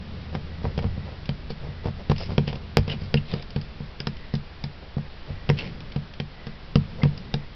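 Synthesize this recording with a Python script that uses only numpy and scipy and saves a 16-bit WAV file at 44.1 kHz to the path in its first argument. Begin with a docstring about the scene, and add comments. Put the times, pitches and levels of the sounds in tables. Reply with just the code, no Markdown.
"""Cat batting at a windshield

Inside a parked car, one narrow-band microphone above the dashboard, close to the glass.
Each paw thumps the pane and the cabin booms; claws tick, scratch and squeak, and soft pads rub.
Under it lie the cat's shuffling, a low hum, a faint trill far outside, an even hiss and a rumble."""
import sys
import numpy as np
from scipy import signal
from scipy.fft import rfft, irfft
from scipy.io import wavfile

SR = 44100
rng = np.random.default_rng(int(sys.argv[2]) if len(sys.argv) > 2 else 0)


def wav_record(signal):
    """Record a signal, one row per channel, as 16-bit PCM in the file named by sys.argv[1]."""
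    frames = np.transpose(np.atleast_2d(signal))
    bounded = np.clip(frames, -1, 1)
    # unit amplitude maps onto the largest positive 16-bit level
    quanta = np.round(bounded * 32767).astype(np.int16)
    wavfile.write(sys.argv[1], SR, quanta)


N = 332955

# modes of windshield and cabin: (frequency [Hz], level [dB], t60 [s])
GLASS_MODES = [(61.5, -18, 0.129), (94.6, -12.5, 0.35), (144.3, -1.5, 0.2), (176.3, -9.5, 0.19),
               (215.4, -7, 0.18), (238, -52, 0.028), (324.7, -21, 0.1), (394.5, -9, 0.073),
               (461.8, -3, 0.068), (524, -17.5, 0.083), (660, -38.5, 0.047), (743, -3.5, 0.042),
               (943, -5, 0.061)]
# bats with the claws out: (time [s], force [dB], contact time [ms], low-mode boost [dB],
# middle-mode boost [dB], tick level [dB], claw ring [Hz])
BATS = [(0.3514, -26, 0.11, 8, -1.5, -39, 2300), (0.6533, -23.5, .09, -9, -1, -52, 2660),
        (.778, -11.5, 0.85, 1, 5, -36, 3000), (0.7901, -26, 0.14, -1, 2, -39.5, 2310),
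        (.843, -22, 0.3, 3, 3.5, -48, 2700), (1.292, -13.5, 0.64, -11, -6.5, -33.5, 3630),
        (1.504, -25, 0.33, -11.5, 3.5, -45, 4530), (1.8578, -25.5, 0.29, 22, 2, -51, 2000),
        (2.098, -6.5, 0.75, 2.5, 4, -35.5, 2900), (2.1176, -25, .12, 7, 5.5, -41, 2830),
        (2.381, -8, 0.47, -2, 4, -26.5, 2930), (2.478, -25, 0.4, 11, 6.5, -34.5, 2370),
        (2.529, -29, 0.19, 0, 1, -41, 2380), (2.771, -9.5, 0.49, 3, 8.5, -19, 4110),
        (2.8791, -17, 0.7, 5, 6, -39, 2640), (3.1422, -8.5, 0.64, -3, 5.5, -25, 3200),
        (3.3384, -12, 0.88, -9, 7.5, -36, 4300), (3.562, -15, 0.69, 4.5, 6, -37, 3360),
        (4.003, -21.5, 0.61, -9, -6, -31, 5170), (4.071, -15.5, 0.58, -3, 1, -29.5, 4600),
        (4.339, -7.5, 0.85, -9, 0.5, -40.5, 4570), (4.6398, -13.5, 1.14, -5, 0.5, -34.5, 4400),
        (5.4916, -3.5, 1.65, 1.5, 6, -30.5, 2940), (5.5, -12, 0.36, 4.5, 3.5, -27.5, 2210),
        (5.9616, -16, 0.54, 2, -1, -41, 2300), (6.201, -17.5, 0.62, -3.5, -1, -32.5, 2300),
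        (6.4693, -21, 0.63, -11, 2.5, -42.5, 4230), (6.757, -3.5, .57, -1.5, -0.5, -27, 2970),
        (7.0341, -4, 0.7, -7, -5, -30.5, 2220), (7.341, -9.5, 0.78, -21, 5, -27.5, 3920)]
# bumps of the pad alone: (time [s], force [dB], contact time [ms], low-mode boost [dB])
BUMPS = [(.644, -27, 0.47, 25.5), (.8512, -9.5, 1.8, 10), (0.9779, -26, 0.61, 17), (1.635, -20, 1.6, -10),
         (1.6879, -18, 1.6, 4), (1.8813, -13, 1.12, -8), (2.2924, -22, 1.1, 22), (2.7877, -5, 3.6, 18),
         (2.9396, -18.5, 0.69, -11), (3.0195, -21, 1.2, 14.5), (3.155, -9.5, 1.06, 0),
         (3.8048, -20, 0.76, -3), (4.9684, -10.5, 0.96, -8.5), (5.3037, -15.5, 1.83, 12.5),
         (7.0551, -9, 0.68, -11)]
# claw tips grazing the pane: (time [s], tick level [dB], claw ring [Hz])
GRAZES = [(.825, -47.5, 3070), (1.257, -43, 4700), (2.1625, -41, 2540), (2.1816, -38.5, 4900),
          (2.556, -42, 2550), (2.78, -39, 2520), (3.4244, -42, 4660), (3.5058, -43.5, 4780),
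          (3.6142, -42, 4750), (4.169, -47, 2760), (4.353, -37.5, 4470), (5.589, -34, 2980),
          (5.8052, -44, 2620), (5.921, -42, 2510), (6.1384, -44, 2920), (7.1766, -41, 4860)]
# claws sliding: (peak time [s], length [s], level [dB], claw ring [Hz])
SCRATCHES = [(1.506, 0.036, -41.5, 4520), (2.205, 0.12, -36.5, 5140), (2.319, .095, -50, 4670),
             (2.485, .06, -37.5, 2950), (2.908, .08, -32.5, 2930), (3.025, .1, -47.5, 4800),
             (3.173, .032, -36, 2800), (3.318, .24, -44.5, 3780), (5.59, 0.066, -31.5, 2900),
             (5.644, .1, -41.5, 2250), (7.041, 0.078, -43.5, 2080)]
# claws catching: (time [s], level [dB], pitch [Hz], rise [s], fall [s])
SQUEAKS = [(2.919, -35, 2990, 0.01, 0.006), (3.174, -26.5, 2784, 0.0018, 0.0034),
           (5.593, -31, 2730, 0.0035, 0.0072), (7.023, -34.5, 2056, 0.0042, 0.0053)]
# pads rubbing: (peak time [s], length [s], level [dB])
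RUBS = [(0.342, .08, -36), (.648, 0.14, -35.5), (0.829, 0.14, -39), (1.08, .13, -38.5), (1.645, 0.13, -39),
        (1.861, .075, -29.5), (2.0, 0.053, -38), (2.113, 0.038, -23.5), (2.211, 0.059, -33),
        (2.307, 0.073, -32), (2.497, 0.041, -32.5), (2.545, .06, -35.5), (2.779, 0.037, -25.5),
        (2.91, .11, -35.5), (3.332, .19, -38), (4.828, 0.045, -42), (4.98, 0.029, -36),
        (5.293, 0.12, -40.5), (5.616, 0.14, -37), (7.008, .11, -35)]
# the cat's body shifting: (time [s], level [dB])
SHUFFLE_LEVELS = [(0.0, -40.5), (0.92, -39.5), (1.26, -43), (2.1, -44), (2.33, -35.5), (2.56, -39.5),
                  (2.8, -45), (2.94, -37.5), (3.81, -48), (5.34, -53.5), (5.55, -33.5), (6.27, -52),
                  (6.77, -47), (6.94, -38.5), (7.21, -39), (7.55, -49)]
# low tones: (start [s], pitch [Hz], glide [Hz/s], level [dB], fade [dB/s])
HUMS = [(-.4, 78.26, 1, -35.5, 4), (.55, 59.5, -3, -38, 6.5), (1.7, 63, 0.5, -52, 0)]
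# far trills: (start [s])
TRILL_STARTS = [.46, .84, 1.62, 4.08, 5.241, 6.29, 7.22]
# spectrum of each noise: (frequency [Hz], relative level [dB])
TICK_SPECTRUM = [(1200, -26.5), (2000, -1), (2900, 2.5), (3400, 1), (4100, -5), (4800, 1.5), (5500, -1),
                 (7000, -11.5)]
KNOCK_SPECTRUM = [(250, -14.5), (500, 5.5), (800, 0.5), (1200, -4.5), (1700, -3), (2100, -7.5), (3000, -32)]
SCRATCH_SPECTRUM = [(500, -15), (1500, -7.5), (2300, 0), (3200, -2), (4000, -7), (5000, -5.5),
                    (7000, -18.5)]
RUB_SPECTRUM = [(60, -6), (150, 9.5), (300, -5.5), (480, 3), (900, -7.5), (1600, -18.5), (3500, -23.5)]
SHUFFLE_SPECTRUM = [(40, -16.5), (70, 3.5), (95, 0), (120, 2.5), (150, 3), (210, 0.5), (300, -14.5),
                    (450, -11.5), (1000, -32.5)]
HISS_SPECTRUM = [(100, -21), (250, 5), (450, 5.5), (700, 3.5), (1100, 1.5), (2000, -0.5), (3500, -2.5),
                 (5000, -6), (7000, -16)]
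RUMBLE_SPECTRUM = [(4, 6.5), (15, 5.5), (30, 4), (55, -2), (90, -11), (160, -12), (220, -18), (320, -26.5),
                   (700, -58)]


def paws(uneven_db=1.3):
    """Each pad presses a short pulse into the glass; a softer contact leaves the higher modes quiet."""
    t = np.arange(SR // 2) / SR
    hz, db, t60 = np.transpose(GLASS_MODES)
    modes = amp(db[:, None] - 60 * t / t60[:, None]) * np.cos(2 * np.pi * hz[:, None] * t)
    low = 1 / (1 + (hz / 110) ** 6)
    middle = (hz > 280) & (hz < 600)
    thumps = [bat[:5] for bat in BATS] + [(*bump, 0) for bump in BUMPS]
    out = np.zeros(N)
    for s, force_db, contact_ms, low_db, middle_db in thumps:
        age = t[:SR // 30] * 1000 / contact_ms
        push = age * np.exp(-age)
        # where the paw lands sets which modes it drives
        drive = amp(low_db * low + middle_db * middle + uneven_db * rng.standard_normal(len(hz)))
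        add(out, s, amp(force_db) * signal.fftconvolve(drive @ modes, push / push.sum()))
    return signal.lfilter(*signal.butter(1, 50, "high", fs=SR), out)


def claw_contacts():
    """Yields (time [s], tick [dB], ring [Hz], knock [dB]); a bat's knock grows with tick and push."""
    for s, force_db, contact_ms, _, _, tick_db, ring_hz in BATS:
        push_db = force_db - 20 * np.log10(contact_ms)
        yield s, tick_db, ring_hz, -15 + 0.53 * tick_db + 0.36 * push_db
    for s, tick_db, ring_hz in GRAZES:
        yield s, tick_db, ring_hz, tick_db - 11


def claws(snap=4, rise_s=0.00033, clean_tick_db=-17.5, chatter_ms_per_db=0.16, max_chatter_ms=3.3):
    """A claw snaps onto the pane and chatters for a moment: a bright tick over a duller knock."""
    lead, head = SR // 1000, SR // 110  # samples before the hit; samples that set its level
    t = np.maximum(np.arange(SR // 16) - lead, 0) / SR
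    attack = 1 - np.exp(-t / rise_s)
    out = np.zeros(N)
    for s, tick_db, ring_hz, knock_db in claw_contacts():
        # the harder a claw strikes, the less it chatters and the more it knocks
        chatter_ms = np.clip(chatter_ms_per_db * (clean_tick_db - tick_db), 0.29, max_chatter_ms)
        knock_db += 7.5 * (1 - chatter_ms / max_chatter_ms) ** 2
        age = 1000 * t / chatter_ms
        contact = rng.standard_normal(len(t)) * attack * np.exp(-age)
        contact[lead] -= snap  # with little chatter, this first snap is one dry crack
        tick = colour(contact, TICK_SPECTRUM)
        tick = unit(tick) + amp(-7) * unit(ring(tick, ring_hz, width_hz=900))
        knock = noise(KNOCK_SPECTRUM, len(t)) * attack * np.exp(-age / 1.6)
        strike = amp(tick_db) * tick / tick[:head].std() + amp(knock_db) * knock / knock[:head].std()
        add(out, s - lead / SR, strike)
    return out


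def scratches(clump_db=2.5, ring_db=-3):
    """Sliding claws jerk over the glass and ring; the jerks crowd together in gritty clumps."""
    out = np.zeros(N)
    for peak, length, db, ring_hz in SCRATCHES:
        start, pressure = stroke(peak, length)
        clumps = amp(clump_db * wander(150, len(pressure)))
        grit = colour(clumps * slips(len(pressure), per_s=3500), SCRATCH_SPECTRUM)
        ringing = unit(ring(grit, ring_hz, width_hz=600))
        add(out, start, amp(db) * pressure * unit(unit(grit) + amp(ring_db) * ringing))
    return out


def squeaks(jitter=0.021):
    """A claw catches: for a few milliseconds its slips fall into step and it sings."""
    out = np.zeros(N)
    t = np.arange(SR // 8) / SR - .04
    for s, db, hz, rise_s, fall_s in SQUEAKS:
        pitch = hz * (1 + jitter * wander(400, len(t)))
        grip = np.exp(-(np.minimum(t, 0) / rise_s) ** 2 - np.maximum(t, 0) / fall_s)
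        add(out, s + t[0], amp(db) * grip * tone(pitch))
    return out


def rubs():
    """Soft pads drag over the pane with a dull judder."""
    out = np.zeros(N)
    for peak, length, db in RUBS:
        start, pressure = stroke(peak, length)
        judder = colour(slips(len(pressure), per_s=2500), RUB_SPECTRUM)
        add(out, start, amp(db) * pressure * unit(judder))
    return out


def shuffling():
    """The cat shifts its weight: low, soft noise that swells and sinks."""
    level_db = np.interp(np.arange(N) / SR, *np.transpose(SHUFFLE_LEVELS))
    return amp(level_db) * noise(SHUFFLE_SPECTRUM, N)


def cabin(x, t60_s=0.11, wet_db=-13):
    """Adds close reflections from the dashboard and side windows, soon soaked up by the seats."""
    t = np.arange(SR // 6) / SR
    signs = rng.choice([-1., 1.], len(t))
    arrivals = (rng.random(len(t)) < 4000 / SR) & (t > .002)
    echoes = signs * arrivals * amp(-60 * t / t60_s)
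    return x + amp(wet_db) * signal.fftconvolve(x, echoes / np.linalg.norm(echoes))[:N]


def hum(rise_s=0.41, waver_db=3.0):
    """Low tones come in, glide and waver in level; the louder ones fade away."""
    out = np.zeros(N)
    for start, hz, glide, db, fade in HUMS:
        age = np.maximum(np.arange(N) / SR - start, 0)
        level_db = db - fade * age + waver_db * wander(1, N)
        out += tone(hz + glide * age) * np.minimum(age / rise_s, 1) * amp(level_db)
    return out


def trills(hz=1970, width_hz=170, db=-58.5, length_s=.33):
    """A thin, blurred trill comes and goes far outside."""
    out = np.zeros(N)
    size = int(length_s * SR)
    for start in TRILL_STARTS:
        whistle = ring(ring(rng.standard_normal(size), hz, width_hz), hz, width_hz)
        add(out, start, amp(db) * unit(whistle) * signal.windows.tukey(size, .6))
    return out


def hiss(db=-48, flutter_db=.4):
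    """An even hiss fills the cabin, its level barely fluttering."""
    return amp(db + flutter_db * wander(5, N)) * noise(HISS_SPECTRUM, N)


def rumble(db=-42, lumps_db=1.5, rock_db=-34.5, settle_s=0.11):
    """A lumpy low rumble swells whenever a bat rocks the car."""
    swell = amp(db + lumps_db * wander(4, N))
    settling = np.exp(-np.arange(SR) / SR / settle_s)
    for s, force_db, *_ in BATS:
        add(swell, s, amp(force_db + rock_db) * settling)
    return swell * noise(RUMBLE_SPECTRUM, N)


def stroke(peak, length, rise_share=.33):
    """Start time and pressure of a slide: it swells to a peak and eases off."""
    rise = length * rise_share
    return peak - rise, np.interp(np.arange(0, length, 1 / SR), [0, rise, length], [0, 1, 0])


def slips(size, per_s, spread_db=2.5):
    """Stick and slip: random tiny jerks of very uneven size."""
    jerk = rng.standard_normal(size) * amp(spread_db * np.minimum(rng.exponential(1, size), 4))
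    return jerk * (rng.random(size) < per_s / SR)


def amp(db):
    """Decibels to gain."""
    return 10 ** (np.asarray(db) / 20)


def unit(x):
    """Scales to rms 1."""
    return x / np.sqrt(np.mean(x ** 2) + 1e-20)


def add(mix, s, sound):
    """Mixes a sound in at s seconds."""
    part = mix[max(round(s * SR), 0):][:len(sound)]
    part += sound[:len(part)]


def colour(x, spectrum):
    """Filters by a spectrum drawn on a log-frequency axis."""
    hz, db = np.transpose(spectrum)
    f = np.fft.rfftfreq(len(x), 1 / SR)
    return irfft(rfft(x) * amp(np.interp(np.log(f + 1), np.log(hz), db)), len(x))


def noise(spectrum, size):
    """Coloured noise of rms 1."""
    return unit(colour(rng.standard_normal(size), spectrum))


def tone(hz):
    """A sine of rms 1 that follows a pitch curve."""
    return np.sqrt(2) * np.sin(2 * np.pi * np.cumsum(hz) / SR)


def ring(x, hz, width_hz):
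    """One resonance of gain 1."""
    return signal.lfilter(*signal.iirpeak(hz, hz / width_hz, SR), x)


def wander(rate_hz, size):
    """Smooth random drift of rms 1."""
    lowpass = np.exp(-(np.fft.rfftfreq(size, 1 / SR) / rate_hz) ** 2)
    return unit(irfft(rfft(rng.standard_normal(size)) * lowpass, size))


def scene():
    """Everything as it reaches one microphone above the dashboard."""
    cat = paws() + shuffling() + rubs() + cabin(claws() + scratches() + squeaks())
    return (cat + hum() + trills() + hiss() + rumble())[None]


def record(dry, band_hz=5600, ceiling=.74, edge_hz=17500):
    """A narrow-band microphone whose hardest peaks clip; a last low-pass trims the top."""
    microphone = signal.firwin(111, band_hz, window=("kaiser", 7), fs=SR)
    band_limit = signal.firwin(255, edge_hz, window=("kaiser", 9), fs=SR)
    narrow = signal.oaconvolve(dry, microphone[None], "same")
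    clipped = np.clip(narrow, -ceiling, ceiling)
    return signal.oaconvolve(clipped, band_limit[None], "same")


dry = scene()
out = record(dry)
wav_record(out)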